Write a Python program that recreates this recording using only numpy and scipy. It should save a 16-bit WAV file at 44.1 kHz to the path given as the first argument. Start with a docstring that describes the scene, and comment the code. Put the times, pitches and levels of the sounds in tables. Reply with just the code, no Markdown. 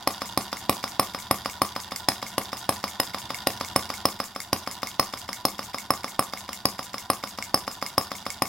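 """A thump and a bright brass ring, close up: a small single-cylinder model engine fires on its plinth.
After each firing it coasts for one or two ever slower turns, each with a softer knock.
In every turn the valve gear ticks, air hisses at the cylinder and the linkage rubs and clatters.
Underneath, the bench rumbles and the flywheel whirrs; a dry workshop answers."""
import sys
import numpy as np
from scipy import signal
from scipy.fft import rfft, irfft
from scipy.io import wavfile

SR = 44100
rng = np.random.default_rng(int(sys.argv[2]) if len(sys.argv) > 2 else 0)


def output_pcm(signal):
    """Save a mono or channel-first signal as 16-bit PCM at the path in sys.argv[1].

    Samples are clipped to [-1, 1] before scaling.
    """
    pcm = np.clip(np.atleast_2d(signal).T, -1, 1) * 32767
    wavfile.write(sys.argv[1], SR, np.round(pcm).astype(np.int16))


N = 373968

TURN_S = .152  # a usual flywheel turn
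THUMP_LAG_S = .0017  # short delay from each listed firing time to its thump
PLAY_S = .0016  # the unloaded piston takes up its play this far into a turn
LAND_AT, PUFF_AT, DEAD_CENTRE_AT, LIFT_AT = .25, .365, 0.91, .934  # shares of a turn

# firings: t/s, then accent/dB (against the column's mean) of force, frame, crack and low brass ring
FIRINGS = [(0.072, -2.5, -17.5, -19.5, -22.5), (0.373, -5.5, -20, -18.5, -24), (0.693, 2.5, -17, -16, -26),
           (0.994, 1.5, -14.5, -20, -17.5), (1.309, 0, -15, -18, -23.5), (1.616, -2, -14, -23, -22.5),
           (2.084, -3.5, -23.5, -12, -14.5), (2.379, -7.5, -21, -17.5, -30),
           (2.69, -1.5, -17.5, -19, -24.5), (2.998, -6.5, -25.5, -16.5, -18.5),
           (3.469, -1, -22.5, -16, -20.5), (3.759, 1, -16, -18.5, -17), (4.052, -0.5, -17.5, -20.5, -16.5),
           (4.528, -5.5, -21, -18.5, -20.5), (4.994, -2.5, -15, -19.5, -16), (5.45, -2, -19, -29, -18.5),
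           (5.903, -2.5, -13.5, -29, -19.5), (6.191, -2.5, -14.5, -30, -21.5),
           (6.652, -4.5, -20, -19.5, -15), (7.099, -1.5, -15, -24, -22.5), (7.541, -1.5, -18, -43, -14),
           (7.978, -1.5, -15.5, -24, -15.5), (8.419, -3.5, -19.5, -19.5, -21.5)]
# relative length of the firing turn and the two coasting turns
TURN_LENGTHS = [1, 1.095, 1.16]
# valve gear landing in those three turns: level/dB
LANDING_DB = [-12.5, -10.5, -3.5]
# where loose joints touch: share of the turn, level/dB
JOINTS = [(0.468, -17.5), (.513, -14.5), (0.595, -19.5), (0.685, -17.5), (0.736, -19), (0.795, -25),
          (.845, -43.5), (0.954, -28)]
# how hard the linkage works: t/s, level/dB (against the mean)
EFFORT = [(0.0, -41.5), (0.78, -40), (1.98, -42), (3.92, -38.5), (4.37, -46.5), (4.67, -42.5),
          (6.82, -44.5), (8.48, -43)]
# resonances: f/Hz, width/Hz, level/dB
PLINTH_MODES = [(260, 81, 11), (566, 233, 12), (737, 118, 11), (850, 86, 6.5)]  # knock of the wooden plinth
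FRAME_MODES = [(1098, 68, 14.5), (1165, 50.2, 18), (1360, 14, -9)]  # hollow ring of the frame
CRACK_MODES = [(1505, 120, 3), (1888, 230, 6.5), (2340, 300, 1.5), (2800, 130, -9), (3640, 220, -5),
               (4480, 910, 7)]  # short crack of rod and bearings
BRASS_MODES = [(5113, 114, -1.5), (5204, 113, -3.5), (9430, 150, -5), (9890, 550, -5), (10940, 140, -10.5),
               (11640, 160, -3), (12850, 350, -8.5), (15800, 460, -6)]  # bright ring of the cylinder
VALVE_MODES = [(1040, 110, -30.5), (2180, 126, 14), (2756, 280, -0.5), (3640, 260, -1.5), (5050, 550, 8),
               (5713, 440, -13), (7260, 190, 7), (8900, 470, -10), (10600, 91, 5.5), (11200, 350, -12),
               (14200, 3000, -8)]  # tick of the valve gear
LINK_MODES = [(931.5, 69, 14), (1478, 66, 11.5), (1807, 99, 8), (2100, 180, -0.5), (2893, 60, 9.5),
              (3274, 120, 5.5), (3572, 350, 10.5), (3910, 160, 0), (4650, 400, 7.5), (5140, 220, -12),
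              (6400, 410, -41), (6980, 65, -3), (10400, 480, -5.5), (11400, 350, -9), (16700, 4000, -7.5)]  # clatter of rods and links
RUMBLE_MODES = [(85.3, 16, 6), (116.6, 20, 3.5), (191, 27, 6.5), (313, 72, -7.5), (590, 63, -17),
                (736, 160, 1), (870, 20, -2), (1020, 46, -3)]  # bench and plinth stirred by the bearings
WHIRR_MODES = [(987, 15.3, 0), (1408, 21, -9)]  # whirr of the flywheel
BOOM_MODES = [(88.5, 14, 0.5), (119, 25, 2.5), (200.7, 11.4, 8.5), (261.4, 20.5, -2), (399, 3.2, -13),
              (544.7, 12, -0.5)]  # bench top booming after a blow
# noise colours: f/Hz, level/dB
AIR_SPECTRUM = [(1500, -10), (3000, -10.5), (5500, -3.5), (6700, 2), (7700, -3), (9500, -5), (11500, -5.5),
                (13800, -5), (16000, -8)]  # hiss at the valve
AMBIENCE_SPECTRUM = [(20, 30), (50, 2), (100, 1), (300, 2), (1000, -33), (3000, -53), (16000, -70)]  # low workshop background
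TAIL_SPECTRUM = [(150, -6), (300, 0), (600, -6.5), (1100, -1.5), (1700, -5.5), (3500, -4.5), (5100, -4),
                 (9000, -1.5), (16000, -0.5)]  # the workshop's reverb tail
# stereo image of the noise: f/Hz, left-right correlation
LIKENESS = [(30, 0.77), (100, 1), (500, 0.94), (1200, 0.92), (2500, 0.81), (5000, 0.53), (9000, 0.61),
            (15000, 0.2)]
# echoes off the bench top and nearby things: t/s, gain
ECHOES = [(.0036, 0.11), (.0053, 0.036), (0.0134, 0.057), (0.02, 0.061), (0.032, 0.17)]
UPPER_BRASS = np.array(BRASS_MODES)[:, 0] > 7000  # the sheen above the main ring


def firings(thump_db=-6.5, thump_s=0.00019, slam_lag_s=0.0007, rasp_db=-4.5):
    """The charge goes off as a pressure pulse; the piston slams the bearings, rod rasps, brass rings."""
    out = np.zeros((2, N))
    from_peak_s = np.arange(1024) / SR - THUMP_LAG_S - thump_s
    pulse = -np.exp(-.5 * (from_peak_s / thump_s) ** 2)
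    thump = left_first(cut(pulse, hz=118.5, kind="high"))
    rows = np.array(FIRINGS)
    accents = rows[:, 1:] - rows[:, 1:].mean(axis=0)
    for s, (force, frame, crack, ring) in zip(rows[:, 0], accents):
        force_db = 0.47 * force
        add(out, s, from_db(thump_db + force_db) * thump)
        slam_s = s + THUMP_LAG_S + slam_lag_s
        add(out, slam_s, knock(4.5 + force_db, 9.0 + frame, 5.0 + crack, soft_hz=2550))
        rasp = unit_energy(cut(chatter(0.00071), hz=4400, kind="low"))
        add(out, slam_s, from_db(rasp_db + crack) * rasp)
        ring_db = np.where(UPPER_BRASS, force_db - 0.1, ring + 1.0)
        add(out, slam_s, brass_ring(ring_db, peak_s=0.00074, spread_db=1.5, detune=0.012))
    return out


def knock(plinth_db, frame_db, crack_db, soft_hz):
    """One clean blow into plinth, frame and rod, rounded by the softness of the contact."""
    click = cut(signal.unit_impulse(4096), soft_hz, "low", order=1)
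    parts = [(plinth_db, PLINTH_MODES), (frame_db, FRAME_MODES), (crack_db, CRACK_MODES)]
    return left_first(sum(from_db(db) * resonate(click, modes) for db, modes in parts))


def brass_ring(levels_db, peak_s, spread_db=-0.5, detune=0.0036):
    """A buzzing contact rings the cylinder, every mode with its own strength and tuning."""
    contact = chatter(peak_s)
    out = 0
    for level, (hz, width, db) in zip(levels_db, BRASS_MODES):
        mode = (hz * (1 + detune * rng.normal()), width, 0)
        gain = from_db(level + db + spread_db * rng.normal())
        out = out + gain * unit_energy(resonate(contact, [mode]))
    return out


def flywheel_turns():
    """The flywheel slows over two or three turns per firing. Rows: start/s, length/s, turns coasted."""
    fired = np.array(FIRINGS)[:, 0] + THUMP_LAG_S
    fired = np.r_[fired[0] - 2 * TURN_S, fired, fired[-1] + 2 * TURN_S]
    turns = []
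    for start, end in zip(fired, fired[1:]):
        shares = np.array(TURN_LENGTHS[:round((end - start) / TURN_S)])
        lengths = shares * (end - start) / shares.sum()
        turns += zip(start + np.cumsum(lengths) - lengths, lengths, range(len(lengths)))
    return turns


def coasting_knocks(turns, spread_db=1.73):
    """Unfired, the piston only takes up its play: a softer knock, and the brass sings on faintly."""
    out = np.zeros((2, N))
    for s in [start + PLAY_S for start, _, coasted in turns if coasted]:
        accent_db = 0.23 * effort_db(s) + spread_db * rng.normal()
        crack_db = accent_db - 3.0 + 0.74 * effort_db(s)
        add(out, s, knock(accent_db - 2.0, accent_db + 1.0, crack_db, soft_hz=2600))
        add(out, s, brass_ring(accent_db - 10.0 - 8.0 * UPPER_BRASS, peak_s=0.00098))  # attack
        add(out, s, brass_ring(accent_db - 15.5 - 8.5 * UPPER_BRASS, peak_s=0.011))  # lingering sheen
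    return out


def valve_gear(turns, lift_db=-14.5, bounce_db=-12.0, buzz_s=0.00054, spread_db=1.14):
    """The gear ticks up before a coasting turn; every turn it lands and bounces, harder when coasting."""
    out = np.zeros((2, N))
    for start, length, coasted in turns:
        early_s = 0 if coasted else .002
        contacts = [(start + LAND_AT * length - early_s, LANDING_DB[coasted], buzz_s)]
        if coasted:
            contacts.append((start - (1 - LIFT_AT) * length, lift_db, 0.0017))
        for s, db, peak_s in contacts:
            db = db + 0.45 * effort_db(s) + spread_db * rng.normal()
            tick = unit_energy(resonate(chatter(peak_s), VALVE_MODES))
            add(out, s, from_db(db) * tick)
            bounce_s = s + 0.0032 * rng.uniform(0.72, 5.0)
            bounce = unit_energy(resonate(chatter(buzz_s), VALVE_MODES))
            add(out, bounce_s, from_db(db + bounce_db) * bounce)
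    return out


def joint_clatter(turns, scatter=0.0094, spread_db=1.5):
    """Each loose joint clacks once a turn, never quite at the same point or strength."""
    contacts = np.zeros((2, N))
    for start, length, _ in turns:
        for share, db in JOINTS:
            s = start + length * (share + scatter * rng.normal())
            gain = from_db(db + effort_db(s) + spread_db * rng.normal())
            add(contacts, s, gain * chatter(0.00049, size=512))
    link_gain = np.linalg.norm(resonate(signal.unit_impulse(2048), LINK_MODES))
    return resonate(contacts, LINK_MODES) / link_gain


def rod_rub(angle, grit, load_db, level_db=-47.0, grain_db=5.0):
    """The rods rub grittily, fall quiet at both dead centres and are shaken by each knock."""
    near_dip_db = -7.5 * swell(angle, DEAD_CENTRE_AT, width=0.048)
    far_dip_db = -4.0 * swell(angle, DEAD_CENTRE_AT - .5, width=0.048)
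    shake_db = 11.5 * swell(angle, centre=0.012, width=0.035)
    rub = rms_one(resonate(noise() * from_db(grain_db * grit), LINK_MODES))
    return from_db(level_db + load_db + near_dip_db + far_dip_db + shake_db) * rub


def air_puff(angle, grit, level_db=-38.5, grain_db=1.5):
    """Air hisses through the open valve once a turn."""
    opening = swell(angle, PUFF_AT, width=0.081)
    return from_db(level_db + grain_db * grit) * opening * noise(N, AIR_SPECTRUM)


def bearings(angle, load_db, rumble_db=-46.5, whirr_db=-50.0, stroke_db=3.0):
    """The bench rumbles and the flywheel whirrs, most at mid-stroke and under load."""
    throb_db = -stroke_db * np.cos(2 * np.pi * 2 * (angle - DEAD_CENTRE_AT))
    rumble = from_db(rumble_db + 0.7 * load_db) * rms_one(resonate(noise(), RUMBLE_MODES))
    whirr = from_db(whirr_db + 0.8 * load_db) * rms_one(resonate(noise(), WHIRR_MODES))
    return from_db(throb_db) * (rumble + whirr)


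def workshop(x, tail_db=-8.0, t60_s=0.25, build_s=0.0017, size=16384):
    """The bench booms under the sound; a few dull early echoes lead into a short diffuse tail."""
    age = np.arange(size) / SR
    envelope = from_db(-60 * age / t60_s) * (1 - np.exp(-(age / build_s) ** 2))
    tail = unit_energy(noise(size, TAIL_SPECTRUM) * envelope)
    early = np.zeros(size)
    for s, gain in ECHOES:
        early[round(s * SR)] += gain
    response = from_db(tail_db) * tail + cut(early, hz=4500, kind="low", order=1)
    return x + resonate(x, BOOM_MODES) + signal.fftconvolve(x, response, axes=-1)[:, :N]


def effort_db(s):
    """Load on the linkage at time s, against its usual load."""
    times, db = np.transpose(EFFORT)
    return np.interp(s, times, db - db.mean())


def swell(angle, centre, width):
    """A bell of height 1 around one point of the turn; all arguments in turns."""
    distance = (angle - centre + .5) % 1 - .5
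    return np.exp(-.5 * (distance / width) ** 2)


def chatter(peak_s, size=2048):
    """A brief buzzing contact that peaks at peak_s and dies away."""
    age = np.arange(size) / SR / peak_s
    return unit_energy(noise(size) * age * np.exp(-age))


def noise(size=N, spectrum=((20, 0), (20000, 0))):
    """Coloured stereo noise, narrow in the bass and wide in the treble; rms 1."""
    hz = np.arange(size // 2 + 1) * SR / size
    alike = np.clip(at_hz(LIKENESS, hz), -1, 1)
    mid, side = rfft(rng.standard_normal((2, size)))
    pair = np.sqrt(1 + alike) * mid + np.sqrt(1 - alike) * side * [[1], [-1]]
    return rms_one(irfft(pair * from_db(at_hz(spectrum, hz)), size))


def resonate(x, modes):
    """Rings a bank of parallel resonances."""
    out = 0
    for hz, width, db in modes:
        r = np.exp(-np.pi * width / SR)
        poles = [1, -2 * r * np.cos(2 * np.pi * hz / SR), r * r]
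        out = out + from_db(db) * (1 - r * r) / 2 * signal.lfilter([1, 0, -1], poles, x + 1e-18)
    return out


def cut(x, hz, kind, order=2):
    """Low-pass or high-pass."""
    return signal.sosfilt(signal.butter(order, hz, kind, fs=SR, output="sos"), x)


def at_hz(points, hz):
    """Reads a table along a logarithmic frequency axis."""
    table_hz, values = np.transpose(points)
    return np.interp(np.log(hz + 1), np.log(table_hz), values)


def from_db(db):
    """Decibels to gain."""
    return 10 ** (np.asarray(db) / 20)


def unit_energy(x):
    """Scales a one-shot so that its squares sum to 1 in an average channel."""
    return x / np.sqrt(np.mean(np.sum(x ** 2, axis=-1)) + 1e-20)


def rms_one(x):
    """Scales a steady sound to rms 1."""
    return x / np.sqrt(np.mean(x ** 2) + 1e-20)


def pan(x, left_db):
    """Lifts the left side over the right by left_db."""
    return x * from_db([[left_db / 2], [-left_db / 2]])


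def left_first(x):
    """A mono sound reaches the left side two samples before the right."""
    return np.stack([x, np.r_[0, 0, x[:-2]]])


def add(out, s, sound):
    """Mixes a one-shot in at time s, if that lies within the scene."""
    start = round(s * SR)
    if 0 <= start < N:
        out[..., start:start + sound.shape[-1]] += sound[..., :N - start]


def scene():
    """The firings set the flywheel's pace and the moving parts follow the crank, over a low room bed."""
    turns, t = flywheel_turns(), np.arange(N) / SR
    starts = [start for start, _, _ in turns]
    angle = np.interp(t, starts, np.arange(len(turns))) % 1  # crank position in turns
    load_db = effort_db(t)
    grit = rms_one(cut(rng.standard_normal(N), hz=336, kind="low"))  # grain shared by rods and air
    knocks = pan(firings() + coasting_knocks(turns), left_db=-.3)
    linkage = pan(joint_clatter(turns) + rod_rub(angle, grit, load_db), left_db=-3.0)
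    ticks = pan(valve_gear(turns), left_db=-1.5)
    air = pan(air_puff(angle, grit), left_db=2.5)
    engine = workshop(knocks + linkage + ticks + air) + bearings(angle, load_db)
    return engine + from_db(-48.5) * noise(N, AMBIENCE_SPECTRUM)


def record(dry, low_cut_hz=47.7, high_cut_hz=15900):
    """Rolls off the sub-bass, soft-clips the peaks and cuts the very top."""
    rounded = 1.517 * np.tanh(cut(dry, low_cut_hz, "high") / 1.683)
    return signal.sosfilt(signal.ellip(10, .3, 70, high_cut_hz, fs=SR, output="sos"), rounded)


dry = scene()
out = record(dry)
output_pcm(out)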